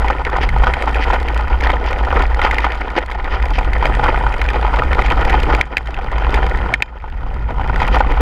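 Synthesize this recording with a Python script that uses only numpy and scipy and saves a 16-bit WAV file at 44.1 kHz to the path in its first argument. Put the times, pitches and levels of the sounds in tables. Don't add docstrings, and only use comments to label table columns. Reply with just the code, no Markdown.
import sys
import numpy as np
from scipy import signal
from scipy.fft import rfft, irfft
from scipy.io import wavfile
from scipy.ndimage import uniform_filter1d, minimum_filter1d

SR = 44100
rng = np.random.default_rng(int(sys.argv[2]) if len(sys.argv) > 2 else 0)


def transcribe(u):
    v = np.clip(np.atleast_2d(u).T, -1, 1)
    q = np.round(v * 32767).astype(np.int16)
    wavfile.write(sys.argv[1], SR, q)


N = 362040
TIME = np.arange(N) / SR

# frequency in Hz, relative level in dB.
RUMBLE_TONE = [(4, -19), (12, -15), (22, 0.5), (31, -5), (40, -1.5), (55, 0), (64, -5), (76, -15.5),
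               (100, -26.5), (128, -26), (175, -33.5), (900, -79.5)]
WIND_TONE = [(30, -7.5), (80, -0.5), (128, 1), (175, -7.5), (230, -8.5), (400, -27), (1000, -47),
             (4000, -82)]
HISS_TONE = [(1000, 16), (6000, 7), (9000, 16), (12000, -7), (15000, -10)]
CRUNCH_TONE = [(60, -5), (200, -5), (320, -3.5), (650, -2.5), (850, -1.5), (1130, -6), (1450, 1.5),
               (1620, -24.5), (2300, -15), (4000, -26.5), (8000, -45), (15000, -86)]
GRIT_TONE = [(700, -25.5), (1600, -3), (2050, 3), (2450, -2.5), (3000, -7.5), (4000, -19), (5500, -24),
             (7000, -36), (10000, -42.5), (15000, -49)]
SNAP_TONE = [(1500, -64.5), (3500, 21), (4600, 11), (5600, 5.5), (8500, -0.5), (10000, -13), (13000, -10),
             (15500, -15)]
# centre in Hz, width in Hz, lift in dB.
HOUSING_MODES = [(220, 24, 5.5), (278, 42, 7.5), (302, 12, -1), (378, 29, 4.5), (492.4, 88, 5.5),
                 (770, 77, 6), (853, 66, 5.5), (982, 123, 8.5), (1250, 60, 5.5), (1520, 106, 5.5),
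                 (1833, 260, 7.5), (2453, 81, 5), (3137, 210, 7.5), (4830, 230, 6.5), (6760, 170, 7),
                 (11150, 910, 13)]
# pitch in Hz, relative level in dB, seconds to fall 60 dB.
FRAME_MODES = [(2420, -38, 0.18), (3100, -46, 0.25), (5040, -60, 0.29), (6433, -71, .3), (7004, -66, .3)]

# time in seconds, level in dB.
RUMBLE_FADER = [(0, -12.5), (.27, -21.5), (.6, -8.5), (.77, -20), (1.05, -13.5), (1.25, -17.5),
                (1.57, -11.5), (1.85, -17.5), (2.2, -12), (2.6, -17), (3.0, -25), (3.45, -13.5), (4.5, -15),
                (5.4, -12), (5.7, -15), (6.3, -11), (6.75, -19.5), (7.2, -9), (7.7, -14), (8.21, -10.5)]
WIND_FADER = [(0, -45), (.55, -26), (.8, -35.5), (2.4, -41), (2.8, -43), (3.4, -40), (4.0, -25.5),
              (4.4, -33), (5.4, -28), (6.75, -29), (7.3, -24), (7.8, -23.5), (8.21, -35)]
HISS_FADER = [(0, -62), (.5, -61), (1.1, -57), (1.4, -71), (2.3, -67), (2.45, -59), (3.1, -73), (3.7, -65),
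              (3.9, -57), (4.15, -59), (4.5, -62), (5.3, -63), (6.6, -65), (7.0, -70), (8.21, -69)]
GRAVEL_FADER = [(0, -22.5), (.27, -25), (.45, -21.5), (.56, -27), (.68, -22.5), (.79, -25), (1.1, -21),
                (1.25, -26), (1.52, -24.5), (1.67, -19.5), (1.8, -25.5), (2.05, -22), (2.19, -18.5),
                (2.32, -28), (2.46, -22.5), (2.75, -26), (3.08, -29.5), (3.35, -25.5), (3.72, -27.5),
                (3.84, -21), (4.08, -18.5), (4.2, -24.5), (4.7, -23), (5.05, -20), (5.5, -18.5), (5.7, -21),
                (6.05, -24), (6.33, -19.5), (6.8, -28), (7.05, -23.5), (7.5, -26.5), (7.85, -22),
                (8.21, -21.5)]
GRIT_OFFSET = [(0, -6), (1.0, -7.5), (2.1, -8.5), (2.55, -4), (3.2, -6), (4.6, -7.5), (6.7, -7),
               (7.0, -7.5), (7.5, -9.5), (7.8, -7), (8.21, -9.5)]

# start in seconds, length in seconds, level in dB.
TYRE_SLIPS = [(0.407, 0.048, -22.5), (1.007, 0.045, -24), (1.631, 0.031, -23.5), (1.859, 0.046, -28.5),
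              (2.427, 0.039, -21.5), (2.617, 0.023, -29), (2.962, 0.03, -22), (3.303, 0.067, -29.5),
              (3.532, 0.048, -26), (5.035, 0.039, -27), (7.798, 0.02, -29), (7.922, 0.035, -25.5)]
# start in seconds, relative level in dB, pitch in Hz, contact length in seconds.
STONE_HITS = [(.045, -13, 860, 0.0067), (.1015, -8.5, 835, 0.01), (.363, -11.5, 1000, 0.0065),
              (.563, -12, 900, 0.0046), (.6355, -10.5, 940, 0.023), (.6694, -9, 1240, 0.014),
              (.875, -11.5, 920, 0.026), (1.1325, -11.5, 740, 0.038), (1.667, -15, 816, .01),
              (1.7003, -9.5, 960, 0.01), (2.1264, -11, 805, .0064), (2.3926, -12.5, 870, 0.013),
              (2.419, -15, 1250, 0.023), (2.4482, -6.5, 768, 0.012), (2.464, -11.5, 1220, 0.026),
              (2.643, -10, 1200, 0.018), (2.666, -13, 840, 0.012), (2.964, -14, 341, .025),
              (2.979, -10, 500, .016), (3.583, -15, 770, 0.016), (3.8261, -11, 950, 0.022),
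              (4.036, -10, 890, 0.025), (4.1445, -13, 880, 0.0041), (4.2381, -15, 910, 0.0099),
              (4.2657, -11.5, 940, .0053), (4.649, -10.5, 880, 0.0073), (4.7383, -13, 915, 0.021),
              (4.821, -9.5, 1280, 0.0042), (4.991, -10.5, 1190, 0.012), (5.9888, -12, 774, 0.012),
              (7.041, -10, 890, 0.01), (7.506, -14.5, 667, 0.015), (7.596, -13, 940, 0.0079),
              (7.697, -13, 950, .008), (7.818, -10, 935, .02), (7.945, -12, 1140, 0.031),
              (7.9673, -9.5, 770, 0.0062), (8.0054, -3, 810, 0.0085)]
# start in seconds, level in dB.
FRAME_HITS = [(.0825, -10.5), (.25, -9), (.4325, -12), (.49, -9), (.7374, -5.5), (.8228, -8), (.945, -11),
              (1.1401, -11), (1.2847, -10.5), (1.6085, -11.5), (1.637, -10.5), (1.6709, -7), (1.703, -8),
              (1.9292, -12.5), (2.221, -9), (2.3451, -11.5), (2.416, -5.5), (2.511, -5.5), (2.5835, -4),
              (2.6458, -7.5), (2.7197, -11.5), (2.986, -9.5), (3.1133, -15.5), (3.4246, -14.5),
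              (3.5866, -9.5), (3.7332, -9), (3.855, -6.5), (4.039, -21), (4.3398, -13), (4.4151, -6),
              (4.488, -9), (4.9305, -9.5), (5.02, -9.5), (5.0615, -10.5), (5.1022, -9.5), (5.297, -7.5),
              (5.5487, -5.5), (5.6117, 14.5), (5.7693, 10), (5.78, 2), (5.8717, -9), (5.943, -9),
              (6.1826, -11.5), (6.342, -5.5), (6.739, 7.5), (6.8227, 18.5), (7.7593, -10.5), (7.8023, -11),
              (7.83, -10)]


def from_db(db):
    return 10 ** (np.asarray(db) / 20)


def unit_rms(x):
    return x / np.sqrt(np.mean(x ** 2) + 1e-20)


def level_at(fader, s):
    return np.interp(s, *np.transpose(fader))


def add(out, s, sound):
    at = int(np.clip(round(s * SR), 0, N - 1))
    out[at:at + len(sound)] += sound[:N - at]


def drift(rate_hz, step=20):
    pole = np.exp(-2 * np.pi * rate_hz * step / SR)
    slow = signal.lfilter([1], [1, -2 * pole, pole * pole], rng.standard_normal(N // step + 2002))[2000:]
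    return np.interp(np.arange(N) / step, np.arange(len(slow)), unit_rms(slow))


def response(tone, resonances=(), size=2048):
    hz = np.maximum(np.fft.rfftfreq(size, 1 / SR), 1)
    tone_hz, tone_db = np.transpose(tone)
    db = np.interp(np.log(hz), np.log(tone_hz), tone_db)
    for centre, width, lift in resonances:
        db = db + lift / (1 + (2 * (hz - centre) / width) ** 2)
    cepstrum = irfft(np.log(from_db(db)))
    cepstrum[1:size // 2] *= 2
    cepstrum[size // 2 + 1:] = 0
    return irfft(np.exp(rfft(cepstrum)))


def through(x, impulse):
    return signal.oaconvolve(x, impulse)[:len(x)]


def resonate(x, hz, width_hz):
    r = np.exp(-np.pi * width_hz / SR)
    feedback = [1, -2 * r * np.cos(2 * np.pi * hz / SR), r * r]
    return signal.lfilter(np.array([1, 0, -1]) * (1 - r * r) / 2, feedback, x + 1e-18)


def steady(x, seconds):
    size = max(int(seconds * SR), 1)
    return x / np.sqrt(uniform_filter1d(uniform_filter1d(x * x, size), size) + 1e-12)


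def low_noise(tone, resonances, even_s):
    impulse = response(tone, resonances, size=16384)
    noise = rng.standard_normal(N + len(impulse) - 1)
    return steady(signal.fftconvolve(noise, impulse, "valid"), even_s)


def contacts(size, per_s, scatter_db):
    impacts = (rng.random(size) < per_s / SR) * rng.standard_normal(size)
    return impacts * from_db(scatter_db * rng.standard_normal(size))


def hiss(flicker_db=2.5, flicker_hz=25):
    flicker = from_db(flicker_db * drift(flicker_hz))
    treble = through(rng.standard_normal(N), response(HISS_TONE))
    return from_db(level_at(HISS_FADER, TIME)) * unit_rms(flicker * treble)


def wind():
    return from_db(level_at(WIND_FADER, TIME)) * low_noise(WIND_TONE, [], even_s=0.24)


def rumble(mount_hz=56, width_hz=9, lift_db=7):
    boom = low_noise(RUMBLE_TONE, [(mount_hz, width_hz, lift_db)], even_s=0.08)
    return from_db(level_at(RUMBLE_FADER, TIME)) * boom


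def spatter(per_s=55, spread_db=5, under_grit_db=25, click_s=0.001):
    clicks = (rng.random(N) < per_s / SR) * from_db(spread_db * np.minimum(rng.exponential(1, N), 3))
    decay = np.exp(-np.arange(256) / (click_s * SR))
    bursts = through(clicks, decay) * rng.standard_normal(N)
    return from_db(-under_grit_db) * unit_rms(through(bursts, response(SNAP_TONE, HOUSING_MODES)))


def pebbles(load, tone, per_s, spread_db, low_hz, high_hz, q, tick_db, sand_db, pitches=24):
    struck = rng.random(N) < per_s * load / SR
    strength = from_db(spread_db * np.minimum(rng.exponential(1, N), 3.5))
    clicks = struck * strength * rng.choice([-1, 1], N) * np.sqrt(load)
    pitch_index = rng.integers(0, pitches, N)
    pitched = sum(resonate(clicks * (pitch_index == k), hz, hz / q) / np.sqrt(hz)
                  for k, hz in enumerate(np.geomspace(low_hz, high_hz, pitches)))
    noise = np.sqrt(load) * rng.standard_normal(N)
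    body = response(tone, HOUSING_MODES)
    pops, ticks, sand = [unit_rms(through(x, body)) for x in (pitched, clicks, noise)]
    return steady(pops + from_db(tick_db) * ticks + from_db(sand_db) * sand, seconds=0.31)


def rolling():
    gravel_db = level_at(GRAVEL_FADER, TIME)
    grit_db = gravel_db + level_at(GRIT_OFFSET, TIME)
    load = from_db(3.6 * drift(rate_hz=40))
    crunch = pebbles(load, CRUNCH_TONE, per_s=500, spread_db=3, low_hz=307.7, high_hz=1930,
                     q=4.5, tick_db=-4.5, sand_db=-2.5)
    grit = pebbles(load, GRIT_TONE, per_s=400, spread_db=4.5, low_hz=1480, high_hz=5930,
                   q=6, tick_db=-13, sand_db=-6)
    return from_db(gravel_db) * crunch + from_db(grit_db) * (grit + spatter())


def scrapes(rasp_hz=2800, rasp_db=3, rasp_width_hz=900, edge_db=-9, edge_hz=4800, size=6000):
    out, t = np.zeros(N), np.arange(size) / SR
    body = response(GRIT_TONE, HOUSING_MODES)
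    for s, length, db in TYRE_SLIPS:
        grains = contacts(size, per_s=3000, scatter_db=1.5)
        rasp = through(grains + from_db(rasp_db) * resonate(grains, rasp_hz, rasp_width_hz), body)
        edge = resonate(resonate(rasp, edge_hz, 4200), edge_hz, 4200)
        scrape = steady(unit_rms(rasp) + from_db(edge_db) * unit_rms(edge), seconds=0.028)
        arch = np.sqrt(abs(np.sin(np.pi * np.minimum(t / length, 1))))
        add(out, s, from_db(db) * arch * scrape)
    return out


def random_blows(per_s, lift_db, spread_db=2, count=200):
    s = np.cumsum(rng.gamma(2, .5, count)) / per_s
    db = level_at(GRAVEL_FADER, s) + lift_db + spread_db * rng.standard_normal(count)
    return np.column_stack([s, db])[s < N / SR]


def small_stones(hz=900, pitch_spread=0.206, contact_s=0.0074):
    return [(s, db, hz * np.exp(pitch_spread * rng.standard_normal()), contact_s)
            for s, db in random_blows(per_s=10, lift_db=4.5)]


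def light_taps():
    return [(s, db + level_at(GRIT_OFFSET, s)) for s, db in random_blows(per_s=10, lift_db=12)]


def knocks(cues, trim_db=1, stone_db=9, stone_q=0.79, hollow_db=-3, hollow_cycles=3.3, size=4096):
    out, t = np.zeros(N), np.arange(size) / SR
    dull, bright = response(CRUNCH_TONE, HOUSING_MODES), response(GRIT_TONE, HOUSING_MODES)
    for s, db, hz, length in cues:
        volley = contacts(size, per_s=2500, scatter_db=2)
        volley[0] = 2.1
        volley *= np.exp(-(t / max(0.7 * length, .002)) ** 2)
        thud = through(volley + from_db(stone_db) * resonate(volley, hz, hz / stone_q), dull)
        hollow = np.sin(2 * np.pi * hz * t) * np.exp(-t * hz / hollow_cycles) * (1 - np.exp(-t * hz))
        chips = unit_rms(through(volley, bright))
        chips_db = -11 + 4.5 * np.log2(max(length, .002) / .012)
        knock = unit_rms(thud) + from_db(hollow_db) * unit_rms(hollow) + from_db(chips_db) * chips
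        peak_power = uniform_filter1d(knock ** 2, size=320).max()
        add(out, s, from_db(db + trim_db) * knock / np.sqrt(peak_power))
    return out


def clacks(cues, snap_db, rattle_db, pitch_spread, thud_db=-15, ring_db=-3, tube_hz=2190, hz_per_db=8.5,
           tube_attack_s=0.00079, snap_attack_s=0.00094, rattle_s=0.0035, size=8000):
    out, t = np.zeros(N), np.arange(size) / SR
    bright, dull, crisp = [response(tone, HOUSING_MODES) for tone in (GRIT_TONE, CRUNCH_TONE, SNAP_TONE)]
    ring = sum(from_db(ring_db + db - 60 * t / t60) * np.sin(2 * np.pi * hz * t)
               for hz, db, t60 in FRAME_MODES)
    tube_envelope = t / tube_attack_s * np.exp(1 - t / tube_attack_s)
    for s, db in cues:
        rattle_noise, thud_noise, snap_noise = rng.standard_normal((3, size))
        detune = np.exp(pitch_spread * rng.standard_normal())
        hz = (tube_hz + hz_per_db * db) * detune
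        tube = tube_envelope * np.sin(2 * np.pi * hz * t)
        rattle = through(rattle_noise * np.exp(-t / rattle_s), bright)
        thud = through(thud_noise * np.exp(-t / rattle_s), dull)
        hit = tube + from_db(rattle_db) * rattle / abs(rattle).max()
        hit += from_db(thud_db) * thud / abs(thud).max()
        snap = through(snap_noise * t * np.exp(-t / snap_attack_s), crisp)
        snap *= from_db(snap_db) / np.sqrt(uniform_filter1d(snap ** 2, size=176).max())
        add(out, s, from_db(db) * (hit / abs(hit).max() + snap + ring))
    return out


def scene():
    bed = rumble() + wind() + hiss() + rolling() + scrapes()
    big_blows = knocks(STONE_HITS) + clacks(FRAME_HITS, snap_db=-22.5, rattle_db=-4, pitch_spread=0.076)
    stones = knocks(small_stones())
    taps = clacks(light_taps(), snap_db=-18, rattle_db=-1, pitch_spread=0.16)
    return (bed + big_blows + stones + taps)[None]


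def record(dry, ceiling_db=1.5, release_db_per_s=17, cutoff_hz=15300):
    over_db = np.maximum(20 * np.log10(abs(dry[0]) + 1e-9) - ceiling_db, 0)
    duck_db = np.maximum.accumulate(over_db + release_db_per_s * TIME) - release_db_per_s * TIME
    gain_db = uniform_filter1d(minimum_filter1d(-duck_db, size=25), size=25)
    limited = dry * from_db(gain_db)
    rounded = limited / (1 + limited ** 8) ** (1 / 8)
    return signal.sosfilt(signal.ellip(10, .1, 80, cutoff_hz, fs=SR, output="sos"), rounded)


dry = scene()
out = record(dry)
transcribe(out)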